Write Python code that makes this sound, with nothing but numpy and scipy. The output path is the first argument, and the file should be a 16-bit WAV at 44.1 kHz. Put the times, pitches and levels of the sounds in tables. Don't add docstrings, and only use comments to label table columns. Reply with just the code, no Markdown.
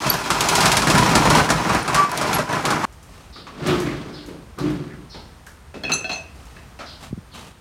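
import sys
import numpy as np
from scipy import signal
from scipy.fft import rfft, irfft, next_fast_len
from scipy.io import wavfile
from scipy.ndimage import uniform_filter1d

SR = 44100
rng = np.random.default_rng(int(sys.argv[2]) if len(sys.argv) > 2 else 0)


def inscribe(sig):
    pcm = np.round(np.clip(np.atleast_2d(sig).T, -1, 1) * 32767)
    wavfile.write(sys.argv[1], SR, pcm.astype(np.int16))


N = 335553
T = np.arange(N) / SR
CUT_S = 2.852

# start_s, body_db, edge_db, tick_db, resonance_hz
SLAMS = [(0.14, -15, -29, -21, 880), (0.303, -5.5, -18.5, -20, 1310), (0.407, -12, -17, -14, 860),
         (0.487, -17, -16, -16, 1070), (0.553, -16, -15, -15, 1440), (0.605, -11, -17, -32, 1040),
         (0.656, -6, -14, -32, 1010), (0.717, -17, -15.5, -27, 991), (0.769, -8.5, -14, -15, 920),
         (0.82, -12, -21.5, -41, 1220), (0.871, -3.5, -21, -39, 705), (0.9, -12, -16, -33, 1110),
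         (0.95, -5.5, -24, -26, 1570), (0.979, -17, -17.5, -27, 1030), (1.153, -3, -14, -24, 750),
         (1.254, -4, -28, -30, 1000), (1.302, -6, -18, -20, 980), (1.351, -7.5, -19.5, -28, 910),
         (1.383, -5.5, -30, -36, 760), (1.49, -8, -28, -37, 990), (1.502, -6.5, -17, -26, 815),
         (1.694, -9, -29.5, -38, 1260), (1.748, -9, -33, -21, 1020), (1.878, -9.5, -26.5, -35, 1010),
         (1.945, -8.5, -18.5, -19, 1110), (2.116, -19, -41, -20, 1220), (2.175, -17, -26, -16.5, 736),
         (2.212, -14, -25, -32, 595), (2.33, -13, -22, -30, 1280), (2.385, -10.5, -30, -36, 587),
         (2.491, -14, -48, -39, 1020), (2.528, -11.5, -39, -25, 620), (2.652, -11, -21.5, -44, 1130),
         (2.704, -11.5, -23, -31, 895), (2.843, -13, -36, -30, 1130)]
# frequency_hz, level_db
TICK_OUTLINE = [(3000, -9.5), (6000, 4.5), (11000, -1.5), (13000, -5), (16000, -12.5)]


def undb(db):
    return 10 ** (np.asarray(db) / 20)


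def unit(x):
    return x / np.sqrt(np.mean(x ** 2) + 1e-20)


def curve(rows):
    s, *columns = np.transpose(rows)
    return [np.interp(T, s, c) for c in columns]


def add(out, s, x):
    i = max(int(s * SR), 0)
    out[i:i + len(x)] += x[:max(N - i, 0)]


def colour(x, points):
    size = 2 * next_fast_len(len(x) // 2 + 2048)
    hz, db = np.transpose(points)
    f = np.log(np.maximum(np.fft.rfftfreq(size, 1 / SR), 1))
    outside = np.maximum(np.log(hz[0]) - f, 0) + np.maximum(f - np.log(hz[-1]), 0)
    gain = unit(undb(np.interp(f, np.log(hz), db) - 40 * outside))
    cepstrum = irfft(np.log(gain + 1e-6))
    cepstrum[1:size // 2] *= 2
    cepstrum[size // 2 + 1:] = 0
    response = np.exp(rfft(cepstrum))
    return irfft(rfft(x, size) * response, size)[:len(x)]


def favour(f, hz, octaves):
    return 1 / (1 + (np.log2(f / hz) / octaves) ** 2)


def peaked(points, hz, lift_db):
    centres, db = np.transpose(points)
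    f = np.geomspace(centres[0], centres[-1], 120)
    base_db = np.interp(np.log(f), np.log(centres), db)
    return np.transpose([f, base_db + lift_db * favour(f, hz, octaves=0.22)])


def fade(t, t60):
    return np.exp(-np.log(1000) * t / t60)


def burst(t60, tail_db, tail_t60):
    t = T[:SR // 2]
    return rng.standard_normal(len(t)) * (fade(t, t60) + undb(tail_db) * fade(t, tail_t60))


def walk(rate):
    k = max(int(SR / rate), 2)
    steps = np.repeat(rng.standard_normal(N // k + 1), k)
    return unit(uniform_filter1d(uniform_filter1d(steps, k), k))[:N]


def swell(length):
    u = np.linspace(0, 1, max(int(length * SR), 8))
    return np.sin(np.pi * u ** 0.53) ** 2


def slat_ring(t60=0.14, count=40):
    t = T[:SR // 5]
    place, phase, life = rng.random((3, count, 1))
    hz = 700 * 14 ** place
    modes = np.sin(2 * np.pi * (hz * t + phase)) * fade(t, t60 * (.5 + life))
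    return np.sum(modes, axis=0) * np.sqrt(2 / count)


def clatter(rate, spread_db, t60, tail_db, tail_t60, ring_db=-60, count=8):
    out = 0
    for _ in range(count):
        struck = rng.random(N) < rate / count / SR
        hits = struck * undb(spread_db * np.clip(rng.standard_normal(N), -2, 1.5))
        part = burst(t60, tail_db, tail_t60)
        ring = slat_ring(count=16)
        part[:len(ring)] += undb(ring_db) * ring
        out = out + signal.oaconvolve(hits, part)[:N]
    return out / np.sqrt(uniform_filter1d(out ** 2, SR // 16) + 1e-9)


def room(x, t60, wet_db):
    t = T[:SR]
    noise = rng.standard_normal(SR) * fade(t, t60) * (t > .005)
    tail = colour(noise, [(40, 4), (4000, -13.0), (16000, -13)])
    return x + undb(wet_db) * signal.oaconvolve(x, unit(tail) / np.sqrt(SR))[:N]


def binding(depth_db=1.0, hold=0.069):
    until = np.array(SLAMS)[:, :1] - T[None, :int(CUT_S * SR)]
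    caught = np.max((until > 0) * np.exp(-np.abs(until) / hold), axis=0)
    return undb(-depth_db * np.pad(caught, (0, N - len(caught))))


def shutter():
    # time_s, speed_m_per_s
    lift = [(0, 0.6), (.3, 0.15), (.7, 0.27), (.93, 1.37), (1.38, 1.08), (1.6, 1.25), (2.0, 0.1),
            (2.35, 0.8), (2.85, 0.97)]
    # time_s, level_db
    shake = [(0, -33), (.07, -20), (.2, -28.5), (.45, -21.5), (.66, -16.5), (.83, -24), (.95, -17.5),
             (1.2, -19.5), (1.39, -15.5), (1.46, -23), (1.62, -23.5), (1.76, -19.5), (1.85, -28),
             (1.99, -18.5), (2.08, -28.5), (2.24, -22), (2.38, -20), (2.46, -32.5), (2.54, -22),
             (2.62, -26.5), (2.72, -19.5), (2.79, -26), (2.85, -21.5)]
    # frequency_hz, level_db
    boom_outline = [(35, -12.5), (52, -0.5), (80, -4), (105, -3.5), (150, 3.5), (185, -0.5), (230, -3),
                    (320, -3.5), (400, -17), (520, -5.5), (620, -18)]
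    rattle_outline = [(240, -11), (400, 3.5), (530, -9.5), (607, 3), (741, -5.5), (1000, -2), (1100, -3),
                      (1150, -2.5), (1230, -3.5), (1370, -4.5), (1650, -9), (2260, -10), (3500, -25),
                      (4550, -39), (7700, -120)]
    scrape_outline = [(1470, -22.5), (2500, 1.5), (2940, -2), (5390, -1.5), (9080, -9.5), (10100, -10),
                      (11700, -15.5), (13000, -18.5), (15200, -20), (16000, -32)]
    edge_outline = [(900, -29), (2000, 1), (4500, 1), (8000, -3.5), (11000, -9), (16000, -28.5)]
    ring_outline = [(600, -6.5), (1550, 5.5), (3000, -10.5), (10000, -11)]

    speed, = curve(lift)
    shake_db, = curve(shake)
    height = np.cumsum(speed) / SR
    flap_db = 5.5 * speed
    thinning_db = -3.5 * height

    rattle = clatter(rate=300, spread_db=2, t60=0.032, tail_db=-11.5, tail_t60=0.3055, ring_db=-4, count=20)
    boom = clatter(rate=200, spread_db=1.5, t60=0.0712, tail_db=-7.5, tail_t60=0.24)
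    scrape = clatter(rate=340, spread_db=4.5, t60=0.01258, tail_db=-1.5, tail_t60=0.3252, ring_db=-5.0)
    out = unit(colour(rattle, rattle_outline))
    out += undb(-8 + flap_db) * unit(colour(boom, boom_outline))
    out += undb(-4.5 + thinning_db) * unit(colour(scrape, scrape_outline))
    out *= undb(shake_db) * binding()

    for s, body_db, edge_db, tick_db, hz in SLAMS:
        low_db = body_db + flap_db[int(s * SR)]
        tick = colour(burst(t60=0.014, tail_db=-22, tail_t60=0.13), TICK_OUTLINE)
        edge = colour(burst(t60=0.085, tail_db=-9, tail_t60=0.3), edge_outline)
        body_outline = peaked(rattle_outline, hz, lift_db=11.5)
        body = colour(burst(t60=0.16, tail_db=-14.5, tail_t60=0.38), body_outline)
        ring = colour(slat_ring(t60=0.19, count=24), ring_outline)
        slam_boom = colour(burst(t60=0.24, tail_db=-14.5, tail_t60=0.39), boom_outline)
        add(out, s, undb(tick_db - 3) * tick)
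        add(out, s, undb(edge_db - 1.5) * edge)
        add(out, s, undb(body_db - 12) * body)
        add(out, s, undb(body_db - 19) * ring)
        add(out, s, undb(low_db - 21) * slam_boom)

    deep = signal.sosfiltfilt(signal.butter(2, 112, fs=SR, output="sos"), out)
    return out - np.clip(height / 2.3, 0, 1) ** 2 * deep


def squeals(waver=0.006):
    # start_s, length_s, pitch_hz, glide_share, level_db
    slips = [(.099, .0085, 12300, -0.12, -13.5), (.1, .014, 4700, -0.075, -18),
             (1.827, .0075, 9340, -.03, -30.5), (1.96, .145, 1163, -.004, -15),
             (2.341, 0.025, 11570, -0.077, -23), (2.829, .047, 1129, -0.024, -23.5),
             (2.83, .046, 900, -.015, -25)]
    out, wobble, grip = np.zeros(N), walk(700), undb(2 * walk(150))
    for s, length, hz, glide, db in slips:
        push = swell(length)
        now = int(s * SR) + np.arange(len(push))
        pitch = hz * (1 + glide * np.linspace(0, 1, len(push)) + waver * wobble[now])
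        phase = 2 * np.pi * np.cumsum(pitch) / SR
        octave = (4 * hz < SR) * np.sin(2 * phase)
        add(out, s, undb(db + 4) * push * grip[now] * (np.sin(phase) + undb(-20) * octave))
    return room(out, t60=0.21, wet_db=-11.5)


def background():
    # frequency_hz, level_db
    air_outline = [(15, -28), (25, -18), (42, -11.5), (64, -7.5), (78, -8.5), (97, -13.5), (229, -22),
                   (263, -25.5), (641, -29), (1160, -28.5), (2910, -38), (6920, -44), (10400, -49),
                   (14800, -53), (16000, -57)]
    air = undb(-45 + 0.84 * walk(5)) * unit(colour(rng.standard_normal(N), air_outline))
    hum = undb(-54.5 + 2 * walk(5.13)) * np.sin(2 * np.pi * 59.5 * T)
    whine = undb(-68.5) * colour(rng.standard_normal(N), [(7800, -43.0), (8650, -13), (9500, -29.0)])
    return air + hum + whine


def knocks_and_steps():
    # start_s, level_db
    latch = [(2.925, -41.5), (3.029, -39), (3.48, -71), (3.67, -21.5), (3.801, -25), (4.262, -36),
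             (4.587, -31), (4.703, -36.5), (5.465, -34), (6.455, -42.5)]
    # start_s, length_s, level_db
    scuffs = [(3.054, 0.43, -48), (5.13, 0.1954, -72), (5.787, 0.82, -52), (6.063, 0.052, -60),
              (6.288, 0.6, -50), (6.83, 0.37, -50), (7.003, 0.13, -39.5), (7.331, 0.14, -38),
              (7.402, 0.19, -43.5)]
    # start_s, tap_db,
    # thud_db, resonance_hz
    knocks = [(3.358, -32, -30, 1217), (3.468, -28, -34, 1180), (3.662, -16.5, -41, 634),
              (4.284, -36.5, -26, 402), (4.349, -50.5, -33, 428), (4.389, -62, -41, 330),
              (4.586, -25.5, -22, 1129), (5.143, -30.5, -29, 900), (5.465, -35.5, -62, 1629),
              (5.741, -29.5, -24.5, 580), (5.835, -26, -22, 1630), (5.894, -17, -18.5, 1300),
              (6.095, -20, -28.5, 720), (6.116, -32, -34, 636), (6.564, -37, -42, 1800),
              (6.79, -25.5, -30.5, 606), (6.805, -27, -42, 1340)]
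    # frequency_hz, level_db
    tap_outline = [(350, -15.5), (600, 1.5), (1300, 0.5), (2500, -3), (5000, -9), (10000, -24.5),
                   (16000, -40)]
    thud_outline = [(60, -46), (150, 1.5), (300, -1.5), (500, -5), (900, -18)]
    scuff_outline = [(150, 4), (400, -10), (900, -6), (1800, -12.5), (4000, -15), (9000, -21.5),
                     (16000, -37)]

    out = np.zeros(N)
    for s, tap_db, thud_db, hz in knocks:
        tap = colour(burst(t60=0.31, tail_db=-1.0, tail_t60=0.54), peaked(tap_outline, hz, lift_db=11.0))
        thud = colour(burst(t60=0.29, tail_db=2, tail_t60=0.88), thud_outline)
        add(out, s, undb(tap_db - 14.0) * tap)
        add(out, s, undb(thud_db - 16.5) * thud)
    for s, db in latch:
        tick = colour(burst(t60=0.017, tail_db=-4, tail_t60=0.44), TICK_OUTLINE)
        add(out, s, undb(db - 11.5) * tick)
    grit = clatter(rate=390, spread_db=4.0, t60=0.00894, tail_db=21, tail_t60=0.086, count=4)
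    grit = unit(colour(grit, scuff_outline))
    for s, length, db in scuffs:
        push = swell(length)
        add(out, s, undb(db) * push * grit[int(s * SR):][:len(push)])
    return out


def bird(length=.085, fall=0.39):
    # start_s, start_pitch_hz, level_db
    calls = [(3.325, 5290, -43.5), (4.127, 5280, -43.5), (5.095, 5540, -43.5), (6.048, 5720, -51),
             (6.854, 5327, -42.5), (7.313, 4600, -48)]
    out, rasp, push = np.zeros(N), walk(1400), swell(length) ** .5
    slide = fall * np.linspace(0, 1, len(push)) ** 1.1
    for s, hz, db in calls:
        pitch = hz * (1 - slide + 0.062 * rasp[int(s * SR):][:len(push)])
        phase = 2 * np.pi * np.cumsum(pitch) / SR
        add(out, s, undb(db - 2) * push * (np.sin(phase) + 0.8 * np.sin(.8 * phase)))
    return room(out, t60=0.5327, wet_db=6.0)


def sliding_door():
    # start_s, fastest_s, stop_s, rumble_db, track_db, roller_hz, slowing_db_per_s
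    slides = [(3.53, 3.695, 4.44, -19.5, -25, 372, 38), (4.578, 4.662, 5.09, -22, -34, 308.7, 55)]
    # frequency_hz, level_db
    panel_outline = [(29, -58), (50, 1.5), (92, -7.5), (146, 8), (210, 1), (299, 0), (330, -6), (361, -12),
                     (460, -21), (620, -21.5), (700, -17), (910, -62), (1540, -120)]
    hollow_outline = [(240, -27.5), (284, -20), (298, -0.5), (314, -14.5), (335, -12), (354, -8), (367, -5),
                      (382, -23.5), (410, -10), (450, -33)]
    track_outline = [(260, -19.5), (450, 2), (572, -1.5), (625, -0.5), (993, -4.5), (1140, -1.5),
                     (1950, -8.5), (3330, -12), (3810, -13.5), (4300, -14), (12000, -36), (16000, -43.5)]

    panel = clatter(rate=200, spread_db=-1.0, t60=0.17, tail_db=-1.0, tail_t60=0.27)
    panel = unit(colour(panel, panel_outline))
    hollow = unit(colour(rng.standard_normal(N), hollow_outline))
    leaf = undb(-2) * panel + undb(-5) * hollow
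    track = clatter(rate=260, spread_db=3, t60=0.009, tail_db=0, tail_t60=0.28)
    track = unit(colour(track, track_outline))

    out, load, wobble = np.zeros(N), 1 + 0.17 * walk(60), 1 + 0.0264 * walk(120)
    for start, fastest, stop, rumble_db, track_db, hz, slowing_db in slides:
        speed_db = np.minimum(135 * (T - fastest), slowing_db * (fastest - T))
        pitch = hz * 2 ** (.015 * speed_db) * wobble
        hum = load * np.sin(2 * np.pi * np.cumsum(pitch) / SR)
        rolling = uniform_filter1d(1. * ((T > start) & (T < stop)), SR // 40)
        out += rolling * undb(rumble_db + speed_db) * leaf
        out += rolling * undb(rumble_db + 1 + 2.2 * speed_db) * hum
        out += rolling * undb(track_db + 1.09 * speed_db) * track
    return out


def creaks():
    # start_s, length_s, pitch_hz, level_db
    creak_rows = [(3.668, 0.16, 1240, -32.5), (3.673, 0.097, 3140, -30.5), (3.827, 0.18, 2150, -38),
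                  (4.577, 0.025, 1190, -35), (4.582, 0.084, 4270, -43), (4.887, 0.11, 1730, -45.5)]
    out = np.zeros(N)
    for s, length, hz, db in creak_rows:
        push = swell(length)
        slips = rng.standard_normal(len(push)) ** 3
        resonance = [(hz / 2, -40), (0.67 * hz, -16), (hz, 0), (1.4 * hz, -16), (2 * hz, -35)]
        add(out, s, undb(db - 0.5) * push * unit(colour(slips, resonance)))
    return room(out, t60=0.23, wet_db=-3)


def iron_ring(modes, contact_hz, detune=0.0038, count=3):
    t = T[:SR // 2]
    hz, db, t60 = np.transpose(modes)[:, :, None]
    envelope = undb(db) * favour(hz, contact_hz, octaves=0.59) * fade(t, t60)
    shift, phase = rng.standard_normal((2, count, len(modes), 1))
    lines = np.sin(2 * np.pi * (hz * (1 + detune * shift) * t + phase))
    return np.sum(envelope * lines, axis=(0, 1)) / np.sqrt(count)


def weights():
    # start_s, plate_db, bar_db, contact_pitch_hz
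    clinks = [(5.744, -43, -60.5, 2400), (5.836, -32, -20, 3395), (5.851, -20.5, -48.5, 2184),
              (5.895, -24, -38, 2494), (5.919, -8, -18.5, 4970), (5.936, -7, -45, 8200),
              (6.044, -24.5, -24.5, 3170), (6.095, -17, -47, 2900), (6.116, -19, -25, 3970),
              (6.13, -21, -52, 5100), (6.158, -26, -60, 5760), (6.566, -45, -45, 2540)]
    # frequency_hz, level_db, t60_s
    plate_modes = [(2535, -2, 0.36), (2573, -3, 0.36), (2625, 4.5, 0.27), (2732, -10, 0.37),
                   (3978, -4, 0.071), (4250.5, -2, 0.12), (6029, -8, 0.25), (6300, -10, 0.25),
                   (7120, -14.5, 0.11), (7730, -17, 0.22), (9550, -30, 0.156), (10327, -19, 0.15),
                   (10780, -17, 0.16), (15300, -21, 0.1179)]
    bar_modes = [(648.5, 23.5, 0.37), (740, 19, 0.26), (1527, 10, 0.14), (1750.9, 7, 0.16),
                 (3324, -2, 0.1377), (3540, -16, 0.1404), (4258, -0.5, 0.3), (5300, -5, 0.16)]
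    out = np.zeros(N)
    for s, plate_db, bar_db, hz in clinks:
        crack_outline = [(600, -14), (hz, 0), (1.5 * hz, -10), (16000, -40)]
        crack = colour(burst(t60=0.00722, tail_db=-36.5, tail_t60=.12), crack_outline)
        plate = iron_ring(plate_modes, hz, detune=0.0032, count=4)
        add(out, s, undb(plate_db - 4.5) * (plate + undb(-17) * crack))
        add(out, s, undb(bar_db - 8.5) * iron_ring(bar_modes, hz))
    return room(out, t60=0.33, wet_db=-11.5)


def bumps(t60=0.03, sag=0.3127):
    # start_s, pitch_hz, level_db
    bump_rows = [(7.11, 131, -24), (7.128, 238, -16), (7.133, 127, -20), (7.167, 130, -33),
                 (7.176, 222, -23.5), (7.185, 130.1, -27)]
    out, t = np.zeros(N), T[:SR // 8]
    envelope = (1 - fade(t, 0.0056)) ** 2 * fade(t, t60)
    for s, hz, db in bump_rows:
        pitch = hz * (1 - sag * (1 - fade(t, 0.076)))
        phase = 2 * np.pi * np.cumsum(pitch) / SR
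        add(out, s, undb(db + 5.5) * envelope * np.sin(phase))
    return out


def scene():
    outside = uniform_filter1d(1. * (T < CUT_S), 64)
    shutter_sound = shutter() + squeals()
    garage = background() + knocks_and_steps() + bird() + sliding_door() + creaks() + weights() + bumps()
    return (outside * shutter_sound + (1 - outside) * garage)[None]


def record(dry):
    lean = signal.sosfilt(signal.butter(4, 36, "high", fs=SR, output="sos"), dry)
    rounded = 1.4 * np.tanh(lean / 1.4)
    return signal.sosfilt(signal.ellip(10, .2, 80, 16000, fs=SR, output="sos"), rounded)


dry = scene()
out = record(dry)
inscribe(out)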